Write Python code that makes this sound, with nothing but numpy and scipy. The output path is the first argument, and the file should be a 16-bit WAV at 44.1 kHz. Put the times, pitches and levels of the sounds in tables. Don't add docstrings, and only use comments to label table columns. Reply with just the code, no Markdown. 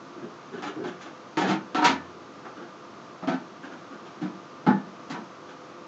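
import sys
import numpy as np
from scipy import signal
from scipy.fft import rfft, irfft, next_fast_len
from scipy.io import wavfile
from scipy.ndimage import map_coordinates

SR = 44100
rng = np.random.default_rng(int(sys.argv[2]) if len(sys.argv) > 2 else 0)


def pcm_store(signal):
    levels = np.round(np.clip(np.atleast_2d(signal), -1, 1) * 32767)
    wavfile.write(sys.argv[1], SR, levels.astype(np.int16).T)


N = 258867
AGE = np.arange(SR) / SR
ONSET_S = 0.035


def clanks():
    # start_s, strength_db, buckle_db (extra thump), hardness_db_per_octave,
    # wall_hz, rim_hz
    buckles = [(0.623, -35, -6, 2.5, 295, 840), (0.84, -38, 3.5, 1, 357.3, 834),
               (1.371, -25.5, 0, 2, 313, 921), (1.409, -27, -8.5, 1.5, 189, 810),
               (1.486, -30.5, 4.5, 0.5, 318, 710), (1.504, -29, 1, 2.2, 196, 893),
               (1.747, -25.5, -4, 1.2, 309, 1344), (1.778, -25.5, -3.5, -2.5, 303.6, 930),
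               (1.821, -22, -7, -2, 297, 939), (1.843, -18, -11.5, 4, 259, 956),
               (1.892, -29.5, 2, 3.5, 268, 971), (2.45, -42, -4.5, -1, 380, 1180),
               (3.225, -37, -1, -3.5, 184, 633), (3.274, -28, -0.5, -0.5, 253, 665),
               (3.284, -35, 7, 0, 264.7, 743), (3.321, -36.5, 0.5, 0.5, 264.6, 1520),
               (4.216, -40.5, 9, 1.3, 300, 769), (4.248, -43.5, 7, -3, 193.7, 992),
               (4.665, -22, 0.5, -4, 253.6, 844), (4.682, -24.5, 4, -9.5, 198.6, 866),
               (4.717, -40, 8.5, -15, 190.8, 867), (5.099, -39.5, 1, 5, 268, 1130),
               (5.141, -37, -2, -3.5, 188.4, 967)]
    # thump_db, clank_db, crack_db, fizz_db
    balance_db = [0.5, -0.5, -11, -23]
    # frequency_hz, relative_db
    rattle_spectrum = [(70, -52.5), (110, -31.5), (150, -9.5), (205, -4.5), (320, -0.5), (450, -11),
                       (580, -14.5), (850, -5), (1100, -11), (1350, -8), (2100, -23), (4000, -28.5),
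                       (6800, -31.5), (9000, -59.5)]
    out = np.zeros(N)
    for start_s, strength_db, buckle_db, hardness, wall_hz, rim_hz in buckles:
        levels_db = band_levels(strength_db, hardness, balance_db)
        levels_db[0] = strength_db + balance_db[0] + buckle_db
        excess_db = strength_db + 32
        slip_s = max(0.016 * amp(-0.14 * excess_db), 0.002)
        force = 0.44 * stick_slip(per_s=330) * np.exp(-AGE / slip_s)
        force[0] = 1
        rattle = coloured(in_room(force, direct_db=-14.5, early_s=0.016), rattle_spectrum)
        sheet = unit_onset(rattle) + amp(-4) * unit_onset(sheet_ring())
        sheet = highpassed(sheet, hz=0.54 * wall_hz)
        thump, clank, crack, fizz = split_bands(sheet, levels_db, ONSET_S)
        wall_note = ring(wall_hz, t60_s=0.32, attack_s=0.0026, waver_rad=0.13)
        rim_note = ring(rim_hz, t60_s=0.23, attack_s=0.012, waver_rad=0.6)
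        thump = with_note(thump, wall_note, levels_db[0], note_db=3 + 0.63 * buckle_db)
        clank = with_note(clank, rim_note, levels_db[1], note_db=-4.5 + 0.28 * excess_db - 0.39 * hardness)
        add(out, start_s, thump + clank + crack + fizz)
    return out


def sheet_ring():
    # pitch_hz, relative_db, t60_s
    sheet_modes = [(154.2, -9, 0.32), (221.6, -2, 0.12), (310, -9, 0.28), (445, -14.5, .28),
                   (638, -9, 0.33), (743, 6.5, 0.14), (1260, -4, 0.25), (1319, 1, 0.19), (1374, -5, 0.11),
                   (1502, -10.5, 0.36), (1533, -10.5, 0.32), (1740, -12, 0.39), (1823, -19, 0.38),
                   (2125, -14.5, 0.24), (2326, -18.5, 0.32), (2370, -22, 0.11), (2920, -21, 0.18),
                   (3330, -21.5, .16), (3980, -23.5, 0.16)]
    hz, db, t60_s = np.transpose(sheet_modes)[:, :, None]
    t = AGE[:SR // 2]
    db = db + rng.normal(0, 2.5, db.shape)
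    hz = hz * rng.normal(1, 0.003, hz.shape)
    modes = amp(db - 60 * t / t60_s) * np.sin(2 * np.pi * (hz * t + rng.random(hz.shape)))
    attack = 1 - np.exp(-t / 0.0084)
    return np.pad(modes.sum(axis=0) * attack, (0, SR - len(t)))


def scrapes():
    # time_s, strength_db, hardness_db_per_octave, wall_hz
    strokes = [(0.166, -56.5, -3.5, 356), (0.225, -52.5, -3.5, 355.3), (0.525, -45, -0.7, 390.5),
               (0.57, -48, 1.5, 233), (0.662, -39.5, 2, 299.6), (0.757, -51.5, -4, 306.6),
               (0.795, -49, -5, 357), (0.866, -45, 3, 189), (1.011, -52, 6.5, 313), (1.053, -48.5, 1, 308),
               (1.44, -34, -0.2, 189.5), (1.47, -35.5, 4, 320), (2.564, -49.5, 0, 312),
               (2.613, -50.5, -0.5, 344), (3.632, -46, 1, 271), (3.712, -49, .5, 246), (3.912, -51, 0, 277),
               (4.052, -52.5, 2.5, 340), (5.485, -51.5, 2.5, 180)]
    # thump_db (shared with the drone), clank_db, crack_db, fizz_db
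    balance_db = [5, 0.5, -9, -20.5]
    # frequency_hz, relative_db
    rubbing_spectrum = [(70, -39), (140, -12), (200, -8), (320, -4), (390, -5), (520, -15), (800, -12),
                        (1050, -18.5), (1550, -10.5), (2000, -25.5), (3300, -21.5), (4500, -36),
                        (6800, -33.5), (9000, -70.5)]
    stroke_s = 0.04
    pressure = np.abs(np.sin(np.pi * np.minimum(AGE / stroke_s, 1)))
    out = np.zeros(N)
    for time_s, strength_db, hardness, wall_hz in strokes:
        levels_db = band_levels(strength_db, hardness, balance_db)
        force = stick_slip(per_s=1800) * pressure
        rubbing = coloured(in_room(force, direct_db=-9.5, early_s=0.006), rubbing_spectrum)
        thump, *upper = split_bands(rubbing, levels_db, stroke_s + ONSET_S / 2)
        wall_note = ring(wall_hz, t60_s=0.18, attack_s=stroke_s, waver_rad=0.12)
        drone = amp(levels_db[0] - 3.5) * unit_onset(wall_note)
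        add(out, time_s - 0.01, amp(-3) * thump + drone + sum(upper))
    return out


def floor_knocks():
    # start_s, level_db
    knocks = [(0.535, -44), (0.845, -41), (1.847, -37), (3.279, -33.5), (4.218, -33.5), (4.667, -27),
              (5.104, -40.5)]
    # pitch_hz, relative_db, t60_s
    body_modes = [(157, -3, 0.2), (185, -6, 0.48), (235.4, -4, .25)]
    out = np.zeros(N)
    for start_s, level_db in knocks:
        thud = sum(amp(db) * ring(hz, t60_s, attack_s=0.0051, waver_rad=0.2)
                   for hz, db, t60_s in body_modes)
        add(out, start_s, amp(level_db) * unit_onset(highpassed(thud, hz=119)))
    return out


def stick_slip(per_s):
    return (rng.random(SR) < per_s / SR) * rng.standard_normal(SR)


def ring(hz, t60_s, attack_s, waver_rad):
    phase = 2 * np.pi * (hz * AGE + rng.random()) + waver_rad * wobble(50, SR)
    return np.sin(phase) * amp(-60 * AGE / t60_s) * (1 - np.exp(-AGE / attack_s))


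def band_levels(strength_db, hardness, balance_db):
    band_octaves = [-2.5, 0, 1.64, 2.5]
    return strength_db + np.array(balance_db) + hardness * np.array(band_octaves)


def split_bands(x, levels_db, onset_s):
    # low_hz, high_hz
    band_edges = [(60, 520), (520, 2000), (2000, 4300), (4300, 9500)]
    filters = [signal.butter(3, edges, "bandpass", fs=SR, output="sos") for edges in band_edges]
    return [amp(db) * unit_onset(signal.sosfilt(sos, x), onset_s) for db, sos in zip(levels_db, filters)]


def with_note(rattle, note, level_db, note_db):
    return amp(level_db) * unit_onset(unit_onset(rattle) + amp(note_db) * unit_onset(note))


def in_room(x, direct_db, early_s):
    # frequency_hz, t60_s
    decay_times = [(100, 0.56), (250, 0.22), (500, 0.28), (1000, 0.3), (3000, 0.23), (7500, 0.16)]
    hz, t, noise = signal.stft(rng.standard_normal(SR), SR, nperseg=256)
    fade = amp(-60 * np.maximum(t - early_s, 0) / along(decay_times, hz)[:, None])
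    build_up = 1 - 0.24 * np.exp(-AGE / 0.022)
    response = signal.istft(noise * fade, SR, nperseg=256)[1][:SR] * build_up
    response /= np.linalg.norm(response)
    response[0] += amp(direct_db)
    return signal.fftconvolve(x, response)[:SR]


def room_boom():
    out = np.zeros(N)
    add(out, start_s=1.86, sound=amp(-46) * ring(hz=88, t60_s=1.1, attack_s=0.03, waver_rad=0.086))
    return out


def room_tone():
    # frequency_hz, relative_db
    rush_spectrum = [(18, -64.5), (30, -53), (130, -8.5), (207, -5), (232, -5), (345, -3), (446, -7),
                     (501, -9.5), (662, -7), (710, -12.5), (1080, -7.5), (1180, -5), (1760, -18.5),
                     (6480, -28.5), (7800, -42), (10100, -76.5), (17200, -120)]
    # pitch_hz, relative_db
    tones = [(344.5, -58), (506.0, -59), (699.8, -60), (1200, -59.5)]
    rush = coloured(rng.standard_normal(N), rush_spectrum)
    t = np.arange(N) / SR
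    hum = np.zeros(N)
    for hz, db in tones:
        gain = amp(db + 1.9 * wobble(9.6, N))
        hum += gain * np.sin(2 * np.pi * hz * t + 0.69 * wobble(12, N))
    rush_db = -45.5 + 0.26 * wobble(4.6, N)
    return amp(rush_db) * rush / rms(rush) + amp(2.5) * hum


def amp(db):
    return 10 ** (np.asarray(db) / 20)


def rms(x):
    return np.sqrt(np.mean(x ** 2) + 1e-20)


def unit_onset(x, onset_s=ONSET_S):
    return x / rms(x[:int(onset_s * SR)])


def along(points, hz):
    point_hz, values = np.transpose(points)
    return np.interp(np.log(hz + 1), np.log(point_hz + 1), values)


def add(track, start_s, sound):
    part = track[max(round(start_s * SR), 0):][:len(sound)]
    part += sound[:len(part)]


def wobble(knots_per_s, size):
    knots = rng.standard_normal(int(size * knots_per_s / SR) + 4)
    return map_coordinates(knots, [np.arange(size) * knots_per_s / SR])


def coloured(x, spectrum):
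    size = next_fast_len(len(x) + SR // 4, True)
    gain = amp(along(spectrum, np.fft.rfftfreq(size, 1 / SR)))
    cepstrum = irfft(np.log(gain + 1e-6), size)
    cepstrum[1:size // 2] *= 2
    cepstrum[size // 2 + 1:] = 0
    return irfft(rfft(x, size) * np.exp(rfft(cepstrum, size)), size)[:len(x)]


def highpassed(x, hz):
    return signal.sosfilt(signal.butter(2, hz, "highpass", fs=SR, output="sos"), x)


def scene():
    tin = highpassed(clanks() + scrapes() + floor_knocks(), hz=84)
    return (tin + room_boom() + room_tone())[None]


def record(dry):
    top_hz = 7800
    size = next_fast_len(N + SR // 4)
    hz = np.fft.rfftfreq(size, 1 / SR)
    return irfft(rfft(dry, size) / np.sqrt(1 + (hz / top_hz) ** 90), size)[:, :N]


dry = scene()
out = record(dry)
pcm_store(out)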